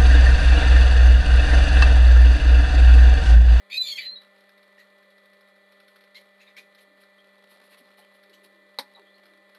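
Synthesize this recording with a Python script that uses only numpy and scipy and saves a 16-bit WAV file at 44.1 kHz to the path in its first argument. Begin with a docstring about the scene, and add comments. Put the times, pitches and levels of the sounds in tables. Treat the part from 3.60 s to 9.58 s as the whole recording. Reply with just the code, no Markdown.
"""A small bird squawks once in a room, its voice breaking from a rasp into a nearly pure whistle and
back, then gives short chips and peeps. The rasp is syrinx pulses and breath, shaped by throat and beak.
Close by, a pencil ticks and brushes over the grain of paper, and something hard is set down with one
sharp, briefly ringing click. Underneath, an electric fan's motor hums and its air rushes throughout;
faint low coos come from outside."""
import sys
import numpy as np
from scipy import signal
from scipy.fft import rfft, irfft, next_fast_len
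from scipy.io import wavfile
from scipy.ndimage import uniform_filter1d

SR = 44100
rng = np.random.default_rng(int(sys.argv[2]) if len(sys.argv) > 2 else 0)


def pcm_store(signal):
    """Save signal as 16-bit PCM."""
    levels = np.round(np.clip(np.atleast_2d(signal), -1, 1) * 32767)
    wavfile.write(sys.argv[1], SR, levels.astype(np.int16).T)


N = 263718
T = np.arange(N) / SR

# the room's reverb time: (frequency [Hz], 60 dB decay [s])
ROOM_T60 = [(200, 0.61), (1000, 0.09), (4000, 0.17), (12000, 0.23)]
# fan motor harmonics: (multiple of the motor pitch, rms level [dB])
MOTOR_HARMONICS = [(1, -69.5), (2, -84), (3, -65.5), (9, -67.5), (10, -64.5), (11, -100), (12, -77)]
# mains buzz and frame tones: (frequency [Hz], rms level [dB])
BUZZ_TONES = [(400, -74), (624.5, -74.5), (800, -84), (1200, -80), (1249, -79), (2001, -76), (2401, -81.5),
              (3359, -79)]
# colour of the fan's air rush: (frequency [Hz], gain [dB])
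AIR_EQ = [(30, -21.5), (120, -27), (190, -7), (300, 0), (520, 14.5), (700, 3), (1300, 8.5), (1600, 4.5),
          (1950, 11), (2700, -1.5), (3500, 5.5), (4250, 6), (5300, -16), (8000, -13), (11500, -9.5),
          (15000, -22)]
# resonances in the rush: (frequency [Hz], width [Hz], rms level [dB])
AIR_RINGS = [(305.8, 10, -85), (551.4, 34, -74), (795, 30, -79), (1047, 35, -76.5), (1396, 17, -80.5)]
# coos outside: (time [s], length [s], starting pitch [Hz], level [dB])
COOS = [(3.27, 0.087, 306, -70), (4.688, 0.086, 425, -64), (4.818, 0.083, 419, -66),
        (4.934, 0.13, 338, -68.5), (5.388, 0.061, 440, -62.5), (5.534, .08, 419, -68.5),
        (5.626, 0.22, 349, -70.5)]

# how hard the lead rubs the paper: (time [s], level [dB])
RUB_LEVELS = [(.6, -68.5), (1.9, -74), (2.35, -68), (3.2, -78), (4.2, -62.5), (4.9, -75), (5.4, -65.5),
              (5.95, -69)]
# single pencil ticks: (time [s], level [dB])
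TICKS = [(.6159, -60), (1.0271, -61.5), (2.4076, -61), (3.1471, -58.5), (3.4329, -60.5), (4.6342, -60),
         (4.6948, -61), (5.654, -59), (5.9467, -55.5)]
# runs of hatching: (first tick [s], last tick [s], level [dB])
HATCH_RUNS = [(.805, 0.976, -59.5), (1.426, 1.9594, -62.5), (2.121, 2.437, -57.5)]
# a tick's bright top: (frequency [Hz], gain [dB])
TICK_TOP_EQ = [(4000, -5.5), (5200, 4), (7000, -21), (9500, -5.5), (11500, 3), (13000, -5), (15500, -31)]
# a tick's midrange body: (frequency [Hz], gain [dB])
TICK_BODY_EQ = [(500, -44), (1400, 10.5), (2200, 7), (2900, -2), (3700, 8.5), (4400, 6.5), (5500, -21),
                (8000, -53)]
# pencil strokes: (time [s], length [s], level [dB])
STROKES = [(2.267, 0.1, -73), (2.606, 0.017, -62), (3.201, 0.043, -61), (3.401, 0.038, -62.5),
           (3.884, 0.084, -62.5), (4.031, 0.055, -64), (4.088, 0.082, -62), (4.17, 0.052, -59.5),
           (4.37, 0.055, -59.5), (4.532, 0.052, -67.5), (4.832, 0.04, -57)]
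# hiss of graphite on paper: (frequency [Hz], gain [dB])
GRAPHITE_EQ = [(700, 1), (1400, -5), (2800, 3.5), (4300, 6.5), (6500, -15.5), (9000, -5.5), (11500, 5),
               (13000, -12), (15500, -9)]
# the hand bumps the pad: (time [s], frequency [Hz], width [Hz], level [dB])
PAD_BUMPS = [(4.194, 237, 73.5, -60), (4.38, 800, 159, -61), (5.364, 930, 600, -55.5)]
# the click's bright crack: (frequency [Hz], gain [dB])
CRACK_EQ = [(500, -29), (2800, -14), (4200, 17), (5400, -28), (6800, -37), (9000, -21), (12000, -19),
            (14500, -44)]
# the click's body: (frequency [Hz], gain [dB])
CLICK_BODY_EQ = [(130, -30), (260, 4), (380, -12.5), (540, 6.5), (700, -2), (900, 9), (1300, 0.5),
                 (1550, 2.5), (2050, 6), (2900, -6), (4200, 12), (5400, -2.5), (7300, -20), (9000, -3.5),
                 (10300, -9), (11800, -3), (13000, -15), (14500, -36)]
# ring of object and table: (frequency [Hz], level [dB], 60 dB decay [s])
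CLICK_MODES = [(270, -49.5, 0.16), (550, -38.5, 0.079), (841, -39, 0.16), (978, -38.5, 0.12),
               (3990, -46, 0.032), (4400, -44, .035)]

# soft peeps: (time [s], length [s], starting pitch [Hz], end pitch [Hz], level [dB])
PEEPS = [(2.87, 0.03, 3790, 3770, -59.5), (3.585, 0.039, 3210, 3500, -60.5), (4.42, 0.033, 3110, 3100, -65),
         (5.349, 0.024, 3920, 3830, -52.5), (5.455, 0.1, 3200, 3590, -65.5),
         (5.54, 0.034, 4100, 4560, -61.5)]
# raspy chips: (time [s], length [s], pitch [Hz], level [dB], treble gain [dB], core gain [dB])
CHIPS = [(1.176, 0.053, 960, -54, -2, 0.5), (2.543, 0.054, 1081, -47, 1, -4.5),
         (2.798, 0.053, 1340, -54.5, -4.5, -8), (2.862, 0.062, 1238, -58, -12, -8),
         (2.962, 0.047, 1231, -44.5, -2, -3.5), (3.18, 0.021, 1066, -54, -1, -16),
         (4.123, 0.029, 1340, -56, -6, -11), (4.727, 0.036, 1555, -57, 9, -7)]
# the bird's throat in a chip: (frequency [Hz], gain [dB])
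CHIP_THROAT_EQ = [(1300, -17), (1850, 2), (2350, 2), (2900, -5), (4100, 1), (5300, -14.5), (6800, -16.5),
                  (8500, -22.5), (12300, -14.5), (14500, -42)]
# hoarse notes, where the whistle loses its lock:
# (time [s], length [s], starting pitch [Hz], end pitch [Hz], level [dB], third harmonic gain [dB])
HOARSE_NOTES = [(0.111, 0.085, 4370, 4440, -43.5, -34), (0.23, 0.073, 4180, 4400, -43, -24),
                (.275, 0.054, 4322, 4380, -35.5, -36), (0.375, 0.049, 4590, 4480, -39, -42),
                (.41, 0.047, 3926, 3870, -44, -16.5), (0.554, 0.036, 3913, 3970, -40, -47)]
# the squawk's whistles, one curve each: (time [s], pitch [Hz], level [dB])
WHISTLES = [
    [(0.17, 3950, -40), (0.18, 4067, -20.5), (0.192, 4011, -27.5), (0.22, 4007, -20.5),
     (0.236, 3978, -32.5)],
    [(0.445, 4080, -44), (0.449, 4080, -43), (0.469, 4098, -32.5), (0.501, 4050, -35), (0.513, 4137, -41.5),
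     (0.535, 4200, -38.5), (0.555, 4130, -44.5), (0.56, 3930, -36)],
]
# the squawk's syllables, one curve each: (time [s], pitch [Hz], level [dB], roughness [0-1])
SYLLABLES = [
    [(.098, 1084, -52.5, 0.8), (.128, 1237, -34.5, 0.31), (.173, 1282, -30.5, 0.07), (.188, 1260, -58, .2)],
    [(.219, 1225, -39, 0.23), (.245, 1183, -41, 0.08), (.275, 1174, -35, 0.65), (.31, 1150, -40.5, 0.6),
     (.328, 1085, -31.5, 0.07), (.35, 1083, -46, 0.25), (.366, 1057, -35.5, 0.04), (.379, 1080, -43, .2)],
    [(.371, 1353, -46, .7), (.387, 1230, -34, 0.63), (.41, 1028, -45, 0.6), (.475, 924, -48, 0.52)],
]
# each syllable's beak opening, as treble, and the harmonic that rings out as its core:
# (starting treble gain [dB], end treble gain [dB], harmonic number, starting core gain [dB])
VOICINGS = [(0.5, 5.5, 2, -5.5), (31, 19.5, 6, -6), (-3.5, 0, 2, -0.5)]
# the throat with the beak wide open: (frequency [Hz], gain [dB])
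OPEN_THROAT_EQ = [(1200, -38), (1900, 4), (2450, 8), (2900, 0), (3300, 8.5), (3750, 3), (4400, 2),
                  (5600, -22.5), (7150, -11.5), (8200, -29), (10500, -19.5), (12300, -16.5), (14500, -50)]


def amp(db):
    """Decibels to gain."""
    return 10 ** (np.asarray(db) / 20)


def unit(x):
    """Scales to rms 1."""
    return x / np.sqrt(np.mean(x ** 2) + 1e-20)


def lookup(points, hz):
    """Reads a table on a log-frequency axis."""
    f, value = np.transpose(points)
    return np.interp(np.log(hz + 1), np.log(f + 1), value)


def add(mix, s, sound):
    """Mixes a sound in at s seconds."""
    part = mix[max(round(s * SR), 0):][:len(sound)]
    part += sound[:len(part)]


def colour(x, eq):
    """Shapes x with an EQ curve and scales it to rms 1."""
    size = next_fast_len(len(x) + 1024)
    gain = amp(lookup(eq, np.fft.rfftfreq(size, 1 / SR)))
    return unit(irfft(rfft(x, size) * gain, size)[:len(x)])


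def noise(size):
    """White noise."""
    return np.random.default_rng(rng.integers(2 ** 31)).standard_normal(size)


def band(size, hz, width_hz):
    """Noise in one steep-sided band, near rms 1."""
    full = next_fast_len(size + 8192)
    detune = (np.fft.rfftfreq(full, 1 / SR) - hz) / (width_hz / 2)
    return unit(irfft(rfft(noise(full)) / (1 + detune ** 4), full))[:size]


def wander(size, width_hz):
    """Random modulation: the wider its band, the faster it moves."""
    return band(size, 0, width_hz)


def curves(rows):
    """Start time and per-sample envelopes from breakpoints."""
    times, *columns = np.transpose(rows)
    t = np.arange(times[0], times[-1], 1 / SR)
    return times[0], [np.interp(t, times, column) for column in columns]


def swell(length_s, rise):
    """An envelope that climbs for the share `rise` of its length, then falls."""
    progress = np.linspace(0, 1, max(int(length_s * SR), 64))
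    return np.sin(np.pi / 2 * np.interp(progress, [0, rise, 1], [0, 1, 0]))


def shaky_phase(hz, jitter, width_hz):
    """Phase of an oscillator whose pitch trembles by the share `jitter`."""
    return 2 * np.pi * np.cumsum(hz * (1 + jitter * wander(len(hz), width_hz))) / SR


def room(x, wet_db):
    """Adds the short, diffuse tail of a furnished room."""
    hz, t, spectrum = signal.stft(noise(SR // 2), SR, nperseg=256)
    decay = amp(-60 * t / lookup(ROOM_T60, hz)[:, None])
    tail = signal.istft(spectrum * decay, SR, nperseg=256)[1]
    tail[:SR // 300] = 0  # pre-delay
    return x + amp(wet_db) * signal.fftconvolve(x, tail / np.linalg.norm(tail))[:N]


def fan(motor_hz=197.55, air_db=-65.5):
    """The bed: motor harmonics on one wavering speed, steady buzz and rushing air."""
    phase = shaky_phase(np.full(N, motor_hz), jitter=0.0005, width_hz=8.2)
    motor = sum(amp(db + 0.82 * wander(N, 26)) * np.sin(k * phase + 2 * np.pi * rng.random())
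                for k, db in MOTOR_HARMONICS)
    buzz = sum(amp(db) * np.sin(2 * np.pi * (hz * T + rng.random())) for hz, db in BUZZ_TONES)
    air = amp(air_db + 0.43 * wander(N, 19)) * colour(noise(N), AIR_EQ)
    rings = sum(amp(db) * band(N, hz, width_hz) for hz, width_hz, db in AIR_RINGS)
    return np.sqrt(2) * (motor + buzz) + air + rings


def glides(notes, jitter, width_hz):
    """Soft, trembling sine notes that slide in pitch."""
    out = np.zeros(N)
    for s, length, first_hz, last_hz, db in notes:
        shape = swell(length, rise=0.06)
        phase = shaky_phase(np.linspace(first_hz, last_hz, len(shape)), jitter, width_hz)
        add(out, s, np.sqrt(2) * amp(db) * shape * np.sin(phase))
    return out


def coos(rest_hz=309):
    """Faint low calls, all settling on one resting pitch."""
    notes = [(s, length, hz, rest_hz, db) for s, length, hz, db in COOS]
    return glides(notes, jitter=0.072, width_hz=132)


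def rubbing(grains_per_s=160, grain_s=0.003):
    """The lead catches on paper fibres: sparse grains of uneven size."""
    catches = rng.random(N) < grains_per_s / SR
    sizes = amp(4 * np.minimum(rng.exponential(1, N), 3))
    grit = signal.lfilter([1], [1, -np.exp(-1 / (grain_s * SR))], catches * sizes) * noise(N)
    paper_eq = [(300, 1.5), (1300, 4), (2900, -2), (4200, 1), (6500, -21.5), (11500, -11), (15500, -32)]
    return amp(np.interp(T, *np.transpose(RUB_LEVELS))) * colour(grit, paper_eq)


def hatching(ticks_per_s=12.8, ease_db=3.5):
    """Evenly paced pencil landings, firmest mid-run: (time [s], level [dB])."""
    ticks = []
    for first, last, db in HATCH_RUNS:
        progress = np.linspace(0, 1, round((last - first) * ticks_per_s) + 1)
        ticks += zip(first + progress * (last - first), db - ease_db * (2 * progress - 1) ** 2)
    return ticks


def pencil(top_db=-3, body_db=6, attack_s=0.0028, tick_t60=0.06):
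    """The point ticks as it lands and hisses over the paper's grain; the hand bumps the pad."""
    out, t = np.zeros(N), np.arange(SR // 16) / SR
    for s, db in TICKS + hatching():
        top = amp(top_db) * colour(noise(len(t)), TICK_TOP_EQ)
        body = amp(body_db) * colour(noise(len(t)), TICK_BODY_EQ)
        add(out, s, amp(db - 60 * t / tick_t60) * (top + body) * np.minimum(t / attack_s, 1))
    for s, length, db in STROKES:
        shape = swell(length, rise=0.33)
        grain = noise(len(shape)) * amp(2 * wander(len(shape), 900))
        add(out, s, amp(db) * shape * colour(grain, GRAPHITE_EQ))
    for s, hz, width_hz, db in PAD_BUMPS:
        shape = swell(0.045, rise=0.25)
        add(out, s, amp(db) * shape * unit(band(len(shape), hz, width_hz)))
    return out


def click(at_s=5.1871, snap_s=0.0007, snap_hz=4150, crack_t60=0.023, body_t60=0.087):
    """A hard contact snaps; a bright crack follows, and object and table ring briefly."""
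    out, t = np.zeros(N), np.arange(SR // 4) / SR
    snap = amp(-20) * t / snap_s * np.exp(1 - t / snap_s) * np.sin(2 * np.pi * snap_hz * t)
    crack = colour(noise(len(t)), CRACK_EQ) * amp(-24 - 60 * t / crack_t60)
    body = colour(noise(len(t)), CLICK_BODY_EQ) * amp(-27 - 60 * t / body_t60)
    ring = sum(amp(db - 60 * t / t60) * np.sin(2 * np.pi * hz * t) for hz, db, t60 in CLICK_MODES)
    attack = np.minimum(2 * t / snap_s, 1)
    add(out, at_s, snap + (crack + body + ring) * attack)
    return out


def rasp(hz, rough, treble_db, throat_eq, waver=0.0281, jitter=0.0677, treble_hz=2900):
    """Syrinx pulses waver and mix with puffs of air as they roughen; the open beak lets treble out."""
    size = len(hz)
    pitch = hz * (1 + waver * rough * wander(size, 156))
    phase = shaky_phase(pitch, jitter * rough, width_hz=1140)
    # each harmonic flickers on its own, then all flutter together
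    pulses = sum(np.cos(k * phase + k * k) * amp(9 * rough * wander(size, 150)) for k in range(1, 13))
    pulses *= 1 + 1.4 * rough * wander(size, 334)
    puffs = (1 + 0.17 * np.cos(phase)) * noise(size)
    voice = colour((1 - rough) * unit(pulses) + 0.6 * rough * unit(puffs), throat_eq)
    low = signal.sosfiltfilt(signal.butter(4, treble_hz, fs=SR, output="sos"), voice)
    voice = low + amp(treble_db) * (voice - low)
    return voice / np.sqrt(uniform_filter1d(voice ** 2, size=600) + 1e-6)  # rides the level flat


def peeps():
    """The bird's thin, high, quiet notes."""
    return glides(PEEPS, jitter=0.03, width_hz=505)


def chips(rough=0.68, rasp_db=-2, scoop=0.0878, scoop_s=0.01193):
    """Short, harsh notes that scoop up to pitch, with a fuzzy core on the second harmonic."""
    out = np.zeros(N)
    for s, length, hz, db, treble_db, core_db in CHIPS:
        shape = swell(length, rise=0.28)
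        t = np.arange(len(shape)) / SR
        pitch = hz * (1 - scoop * np.exp(-t / scoop_s))
        core = amp(core_db) * np.sqrt(2) * np.sin(shaky_phase(2 * pitch, jitter=0.024, width_hz=640))
        voice = amp(rasp_db) * rasp(pitch, rough, treble_db, CHIP_THROAT_EQ)
        add(out, s, amp(db) * shape * (voice + core))
    return out


def hoarse(attack_s=0.0057, release_s=0.02, fuzz_hz=100):
    """Around the whistles the same voice trembles into fuzz."""
    out = np.zeros(N)
    for s, length, first_hz, last_hz, db, third_db in HOARSE_NOTES:
        t = np.arange(0, length, 1 / SR)
        hz = np.linspace(first_hz, last_hz, len(t))
        shape = np.minimum(t / attack_s, 1) * np.minimum((length - t) / release_s, 1)
        phase = shaky_phase(hz, jitter=fuzz_hz / hz, width_hz=620)
        note = np.sin(phase) + amp(third_db) * np.sin(3 * phase)
        add(out, s, np.sqrt(2) * amp(db) * shape * note)
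    return out


def whistles():
    """Twice the squawk locks into a nearly pure whistle."""
    out = np.zeros(N)
    for rows in WHISTLES:
        s, (hz, db) = curves(rows)
        phase = shaky_phase(hz, jitter=0.0052, width_hz=210)
        # louder is brighter
        note = np.sin(phase) + amp(db - 14.5) * np.sin(2 * phase) + amp(2 * db + 13.5) * np.sin(3 * phase)
        add(out, s, np.sqrt(2) * amp(db) * note * signal.windows.tukey(len(hz), 0.08))
    return out


def squawk(fade_db_per_s=121, fuzz_hz=110):
    """Three rasping syllables; in each, one harmonic rings out and fades while the beak moves."""
    out = np.zeros(N)
    for rows, (first_db, last_db, harmonic, core_db) in zip(SYLLABLES, VOICINGS):
        s, (hz, db, rough) = curves(rows)
        treble_db = np.linspace(first_db, last_db, len(hz))
        voice = rasp(hz, rough, treble_db, OPEN_THROAT_EQ)
        fade_db = fade_db_per_s * np.arange(len(hz)) / SR
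        core_hz = harmonic * hz
        phase = shaky_phase(core_hz, jitter=fuzz_hz / core_hz, width_hz=620)
        core = np.sqrt(2) * amp(core_db - fade_db) * np.sin(phase)
        add(out, s, amp(db) * (voice + core) * signal.windows.tukey(len(hz), 0.06))
    return out


def scene():
    """Bird, coos and desk over the fan in mono; the close desk sounds get the least reverb."""
    bird = room(squawk() + hoarse(), wet_db=-3.5) + room(whistles(), wet_db=-8.5)
    calls = chips() + peeps()
    outside = coos()
    desk = room(pencil() + rubbing(), wet_db=-10.5) + room(click(), wet_db=-22)
    return (bird + room(calls, wet_db=-3) + room(outside, wet_db=-4.5) + desk + fan())[None]


def record(dry):
    """Output chain: a steep bass cut, a faint low noise floor and a sharp top cut."""
    low_cut_hz, top_cut_hz = 170, 15550
    thinned = signal.sosfilt(signal.butter(8, low_cut_hz, "high", fs=SR, output="sos"), dry)
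    floor = amp(-93.5) * colour(noise(N), [(25, -5), (130, -0.5), (400, -11.5), (3000, -69)])
    top_cut = signal.firwin(511, top_cut_hz, window=("kaiser", 9), fs=SR)
    return signal.oaconvolve(thinned + floor, top_cut[None], "same")


dry = scene()
out = record(dry)
pcm_store(out)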